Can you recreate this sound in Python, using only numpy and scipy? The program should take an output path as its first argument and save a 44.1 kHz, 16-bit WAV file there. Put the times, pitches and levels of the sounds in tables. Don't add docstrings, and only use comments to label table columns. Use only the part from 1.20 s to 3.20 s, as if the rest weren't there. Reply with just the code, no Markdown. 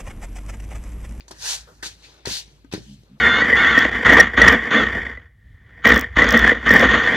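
import sys
import numpy as np
from scipy import signal
from scipy.fft import rfft, irfft, next_fast_len
from scipy.io import wavfile
from scipy.ndimage import uniform_filter1d, map_coordinates

SR = 44100
rng = np.random.default_rng(int(sys.argv[2]) if len(sys.argv) > 2 else 0)


def dump(signal):
    limited = np.clip(np.atleast_2d(signal).T, -1, 1)
    pcm = np.round(limited * 32767).astype(np.int16)
    wavfile.write(sys.argv[1], SR, pcm)


def gain_from_db(level_db):
    decades = np.asarray(level_db, float) / 20
    return 10 ** decades


N = 88200

# f/Hz, density/dB per Hz (relative)
BRISTLE_SPECTRUM = [(1200, -29.5), (2200, -9.5), (3250, -5), (3650, -3), (4400, -1.5), (5200, -4),
                    (6200, -3.5), (7500, -12), (10000, -17), (13300, -26), (14600, -34)]


def unit(x):
    return x / np.sqrt(np.mean(x ** 2) + 1e-20)


def along(points, hz):
    f, v = np.transpose(points)
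    return np.interp(np.log(hz + 1), np.log(f + 1), v)


def curves(rows):
    s, *cols = np.transpose(rows)
    return [np.interp(np.arange(N) / SR, s, c) for c in cols]


def wobble(rate):
    knots = rng.standard_normal(int(N * rate / SR) + 4)
    return map_coordinates(knots, [np.arange(N) * rate / SR])


def filtered(x, response):
    m = next_fast_len(N + SR // 2)
    return irfft(rfft(x, m) * response(np.fft.rfftfreq(m, 1 / SR)), m)[..., :N]


def coloured(x, spectrum):
    return unit(filtered(x, lambda hz: gain_from_db(along(spectrum, hz))))


def patchy(x, db):
    z = signal.stft(x, nperseg=256)[2]
    field = rng.standard_normal(z.shape[-2:])
    field = uniform_filter1d(field, size=4, axis=0)
    field = uniform_filter1d(field, size=10, axis=1)
    return signal.istft(z * gain_from_db(db * unit(field)), nperseg=256)[1][..., :N]


def ports(pair):
    # f/Hz, likeness (0 to 1)
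    likeness = [(60, .97), (250, .96), (600, .85), (1400, .62), (3000, .5), (6000, .52), (14000, .45)]
    # f/Hz, left over right/dB
    tint = [(60, -3), (250, 0), (1000, 0), (2300, 5.5), (4300, 7), (7900, -9.5), (14500, 4.5)]
    # f/Hz, phase/radians
    lag = [(150, 0), (400, 0.026), (620, 1.34), (14000, 1.79)]

    def spread(hz):
        turn = np.arccos(np.clip(along(likeness, hz), -1, 1)) / 2
        return np.array([np.cos(turn), np.sin(turn)])

    def tint_and_lag(hz):
        half = gain_from_db(along(tint, hz) / 2) * np.exp(-.5j * along(lag, hz))
        return np.array([half, 1 / half])

    mid, side = filtered(pair, spread)
    return filtered(np.array([mid + side, mid - side]), tint_and_lag)


def hum():
    # t/s, level/dB (rms)
    hum_levels = [(0.0, -48), (0.38, -46.5), (0.42, -40), (0.52, -58), (0.6, -44.5), (1.02, -56.5),
                  (1.09, -36.5), (1.19, -54), (1.26, -43.5), (1.32, -54), (1.64, -44.5), (2.0, -57)]
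    level_db, = curves(hum_levels)
    pitch_hz = 54.5 + 2.2 * wobble(7.22)
    phase = 2 * np.pi * np.cumsum(pitch_hz) / SR
    opposed = gain_from_db(-16.5) * np.cos(phase) * wobble(7.4) * [[1], [-1]]
    return np.sqrt(2) * gain_from_db(level_db) * (np.sin(phase) + opposed)


def outdoors():
    # f/Hz, density/dB per Hz (relative)
    rumble_spectrum = [(60, -47), (85, 3), (110, -5.5), (140, -1.5), (180, -10.5), (300, -18), (500, -29.5),
                       (800, -41.5)]
    # f/Hz, density/dB per Hz (relative)
    air_spectrum = [(180, -37), (300, -6.5), (813, -13), (2200, -22.5), (3970, -27.5), (6170, -47),
                    (13100, -41.5), (14900, -60)]
    rumble = coloured(rng.standard_normal((2, N)), rumble_spectrum)
    rumble = gain_from_db(-59 + 2.4 * wobble(12.09)) * rumble
    air = coloured(patchy(rng.standard_normal((2, N)), db=-2.5), air_spectrum)
    air = gain_from_db(-65 + 3.3 * wobble(5.47)) * air
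    return ports(rumble + air)


def flicks(patch_db, per_s=7000):
    fire = rng.random((2, N)) < per_s / SR
    size = gain_from_db(2.5 * rng.exponential(size=(2, N)).clip(0, 3.2))
    size = size * rng.choice([-1, 1], (2, N))
    clumps = gain_from_db(0.45 * wobble(80))
    return patchy(fire * size * clumps, patch_db)


def sweep():
    # t/s, scrape level/dB (ahead of the brightness),
    # shaken head over scrape level/dB, brightness/dB (treble up and bass down by as much)
    strokes = [(0, -80, 4, 12), (.012, -60.5, -9, -13.5), (.03, -67.5, -25, -3), (.0795, -77, -4, 7),
               (.081, -50, -10, 8.5), (.103, -65, 2, 13), (.1095, -63, 0, 7), (.111, -41.5, -7, 7),
               (.139, -55, -5, -1), (.185, -54, -5, 7.5), (.225, -35.5, -9, 3.5), (.272, -27, -9, 3.5),
               (.342, -26.5, -15, 3), (.40, -46.5, -8.5, 3.5), (.465, -59, -3.5, -0.5), (.54, -65, -3.5, 6),
               (.6245, -72, 12, 11), (.6275, -36, 5.5, 3), (.637, -33, -7, 0.5), (.669, -30.5, -15, 1.5),
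               (.70, -43.5, -9.5, -0.5), (.765, -59, -9, 0), (.82, -56.5, -9.5, 0), (.845, -49, -7, -5.5),
               (.885, -54, -8.5, -2), (1.028, -63.5, -12, -6.5), (1.0525, -68, 7, -12.5),
               (1.0555, -36.5, 1, 5), (1.064, -35, -2, -4), (1.075, -30.5, -8.5, 0),
               (1.152, -29.5, -11.5, 1), (1.195, -35, -16.5, 0.5), (1.258, -56.5, -12.5, -3.5),
               (1.376, -65.5, -16, -1), (1.5115, -78.5, -19, -11.5), (1.515, -55, 7, -10),
               (1.5235, -46.5, -6, -10), (1.526, -35, -2, -3), (1.534, -41, 2, -1), (1.541, -34, 1.5, -3.5),
               (1.561, -43.5, -4.5, -2.5), (1.615, -55.5, -8.5, 0.5), (1.745, -61.5, -17, 6.5),
               (1.77, -63.5, -25, -2.5), (1.965, -76.5, -20, -8.5), (2, -64.5, -13, 6)]
    # f/Hz, density/dB per Hz (relative)
    shaken_head = [(200, -83), (380, -26), (465, -7), (560, -14.5), (750, -5.5), (960, -3), (1200, -9.5),
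                   (1560, 0.5), (1850, 1), (2150, -14), (2500, -9), (3300, -27.5)]
    level_db, head_db, bright_db = curves(strokes)
    hiss = coloured(flicks(patch_db=1.5), BRISTLE_SPECTRUM)
    dull = filtered(hiss, lambda hz: 1 / (1 + (hz / 4500) ** 4))
    hiss = gain_from_db(-bright_db) * dull + gain_from_db(bright_db) * (hiss - dull)
    head = coloured(flicks(patch_db=3), shaken_head)
    return gain_from_db(level_db) * (hiss + gain_from_db(head_db) * head)


def grit_noise():
    return coloured(rng.standard_normal((2, N)), BRISTLE_SPECTRUM)


def strike(s, db, centre_hz, crack_db, modes, grit):
    t, at = np.arange(SR // 4) / SR, round(s * SR)
    rings = np.zeros((2, len(t)))
    for hz, mode_db, t60 in modes:
        luck_db = 1.6 * rng.standard_normal((2, 1))
        off_colour_db = 5.96 * (np.log2(hz / centre_hz) / 0.77) ** 2
        ring_db = mode_db + luck_db - off_colour_db - 60 * t / t60
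        rings += gain_from_db(ring_db) * np.sin(2 * np.pi * hz * t)
    rings *= (1 - np.exp(-t * centre_hz / 0.22)) ** 2
    crack_t60_s = 0.019
    puff = gain_from_db(crack_db - 60 * t / crack_t60_s) * np.roll(grit, -at, axis=1)[:, :len(t)]
    out = np.zeros((2, N + SR))
    out[:, at:at + len(t)] = gain_from_db(db) * (puff - rings / np.abs(rings[0]).max())
    return out[:, :N]


def claw_tick():
    # t/s, peak level/dB (first version, ahead of the ports)
    claw_ticks = [(0.0074, -32)]
    # f/Hz, level/dB (relative), t60/s
    claw_modes = [(2420, 11, 0.0049), (4590, 11.5, 0.0067)]
    grit = grit_noise()
    return sum(strike(s, db, 3100, -43, claw_modes, grit) for s, db in claw_ticks)


def wall(x):
    # f/Hz, t60/s
    wall_decay = [(200, 0.42), (2000, 0.2), (10000, 0.12)]
    hz, t, z = signal.stft(rng.standard_normal((2, SR // 2)), SR, nperseg=256)
    decay = gain_from_db(-60 * t / along(wall_decay, hz)[:, None])
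    tail = signal.istft(z * decay, SR, nperseg=256)[1]
    tail = tail / np.linalg.norm(tail[0])
    late = np.pad(x, (500, 0))[None]
    return gain_from_db(-17) * signal.fftconvolve(late, tail, axes=1)[:, :N]


def short_blows():
    # t/s, peak level/dB (ring, first version, ahead of the ports),
    # centre of its colour f/Hz, grit crack over the peak level/dB
    blows = [(0.0817, -40, 860, -11), (0.1092, -29, 920, -29), (0.114, -29, 480, -9.5),
             (0.6281, -28.5, 1540, -21), (0.632, -31, 1700, -23), (.630, -29.5, 460, -30),
             (0.662, -35.5, 287, -23), (1.054, -28, 980, -35), (1.0572, -21.5, 4300, -5),
             (1.0712, -20.5, 386, -11), (1.073, -16.5, 316, -28), (1.081, -24, 255, -17),
             (1.11, -29.5, 209, -28), (1.278, -45, 198, -8), (1.4467, -48, 1640, -10),
             (1.526, -29, 397, -4), (1.5372, -13, 328, -16.5), (1.5474, -21.5, 316, -37),
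             (1.578, -25, 290, -40), (1.604, -35, 141, -37), (1.781, -43.5, 120, -33),
             (1.834, -44.5, 282, -11)]
    # f/Hz, level/dB (relative), t60/s
    blow_modes = [(120, -0.5, 0.16), (189.6, 10.5, 0.031), (253.7, -0.5, 0.043), (313.3, -4, 0.091),
                  (380, 6.5, 0.028), (492, 6, 0.012), (686, 8.5, 0.016), (922, 3, 0.038),
                  (1242, -6.5, 0.072), (1540, -4, 0.051), (1973, -9, 0.056), (4300, -6, 0.011)]
    grit = grit_noise()
    return sum(strike(*row, blow_modes, grit) for row in blows)


def ringing_bands():
    # start t/s, length/s, level/dB (top of the swell), pitch f/Hz
    bands = [(0.232, 0.13, -38, 6100), (0.638, 0.028, -44, 1490), (0.83, 0.055, -56.5, 2470),
             (1.077, 0.14, -33.5, 4310), (1.11, 0.062, -47, 3280), (1.616, 0.15, -58, 3120)]
    t, out = np.arange(N) / SR, 0
    tips = flicks(patch_db=1.5, per_s=2000)
    for s, length, db, hz in bands:
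        width_hz = 0.15 * hz
        band = filtered(tips, lambda f: 1j * f / (hz * hz - f * f + 1j * f * width_hz))
        swell = np.sqrt(np.abs(np.sin(np.pi * np.clip((t - s) / length, 0, 1))))
        out = out + gain_from_db(db) * swell * unit(band)
    return out


def paw_scuffs():
    # start t/s, length/s, level/dB (top of the swell)
    scuffs = [(0.47, 0.084, -49.5), (0.939, 0.037, -57.5)]
    # f/Hz, density/dB per Hz (relative)
    pad_spectrum = [(250, -30), (460, 3), (650, -8), (950, -12.5), (1500, -3.5), (1850, -31.5)]
    t, shape = np.arange(N) / SR, 0
    for s, length, db in scuffs:
        progress = np.clip((t - s) / length, 0, 1)
        shape = shape + gain_from_db(db) * np.sin(np.pi * progress ** 0.46)
    return shape * coloured(rng.standard_normal((2, N)), pad_spectrum)


def paw_thump():
    # t/s, peak level/dB (first version, ahead of the ports)
    thumps = [(1.445, -38)]
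    # f/Hz, level/dB (relative), t60/s
    paw_modes = [(270, 0, 0.049)]
    grit = grit_noise()
    return sum(strike(s, db, paw_modes[0][0], -42, paw_modes, grit) for s, db in thumps)


def grumbles():
    # start t/s, length/s, level/dB (top of the swell), pulse rate at start and end f/Hz
    growls = [(1.645, 0.12, -40, 70.8, 66.6), (1.873, 0.098, -45, 56.8, 75.7)]
    # f/Hz, width/Hz and level/dB of one pass
    chest_modes = [(144.5, 40, 0.5), (227.5, 74, 2), (271, 51, -2)]
    t, pulses = np.arange(N) / SR, np.zeros(N)
    for s, length, db, first, last in growls:
        u = np.clip((t - s) / length, 0, 1)
        jitter = 1 + 0.012 * wobble(50)
        rate = (first + (last - first) * u) * jitter
        beats = np.diff(np.floor(np.cumsum(rate * (t > s)) / SR), prepend=0)
        swell = np.sin(np.pi * u) ** 1.3
        pulses += gain_from_db(db) * swell * beats * np.sqrt(SR / rate)

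    def chest(f):
        once = 0
        for k, (c, w, db) in enumerate(chest_modes):
            once = once + (-1) ** k * gain_from_db(db) * 1j * f * w / (c * c - f * f + 1j * f * w)
        return once ** 2

    gain = np.sqrt(np.mean(np.abs(chest(np.linspace(0, SR / 2, num=4000))) ** 2))
    return filtered(pulses, chest) / gain


def scene():
    near = sweep() + claw_tick() + short_blows() + ringing_bands() + paw_scuffs() + paw_thump()
    return hum() + outdoors() + ports(near) + wall(near[0]) + grumbles()


def low_pass(x):
    return signal.sosfilt(signal.butter(12, 15060, fs=SR, output="sos"), x)


def record(dry):
    low_hz, top_hz = 46.6, 14600

    def band(hz):
        bass = 1j * hz / (low_hz + 1j * hz) / (1 + (low_hz / (hz + 1)) ** 4)
        return (hz < top_hz) * bass

    return low_pass(filtered(dry, band))


dry = scene()
out = record(dry)
dump(out)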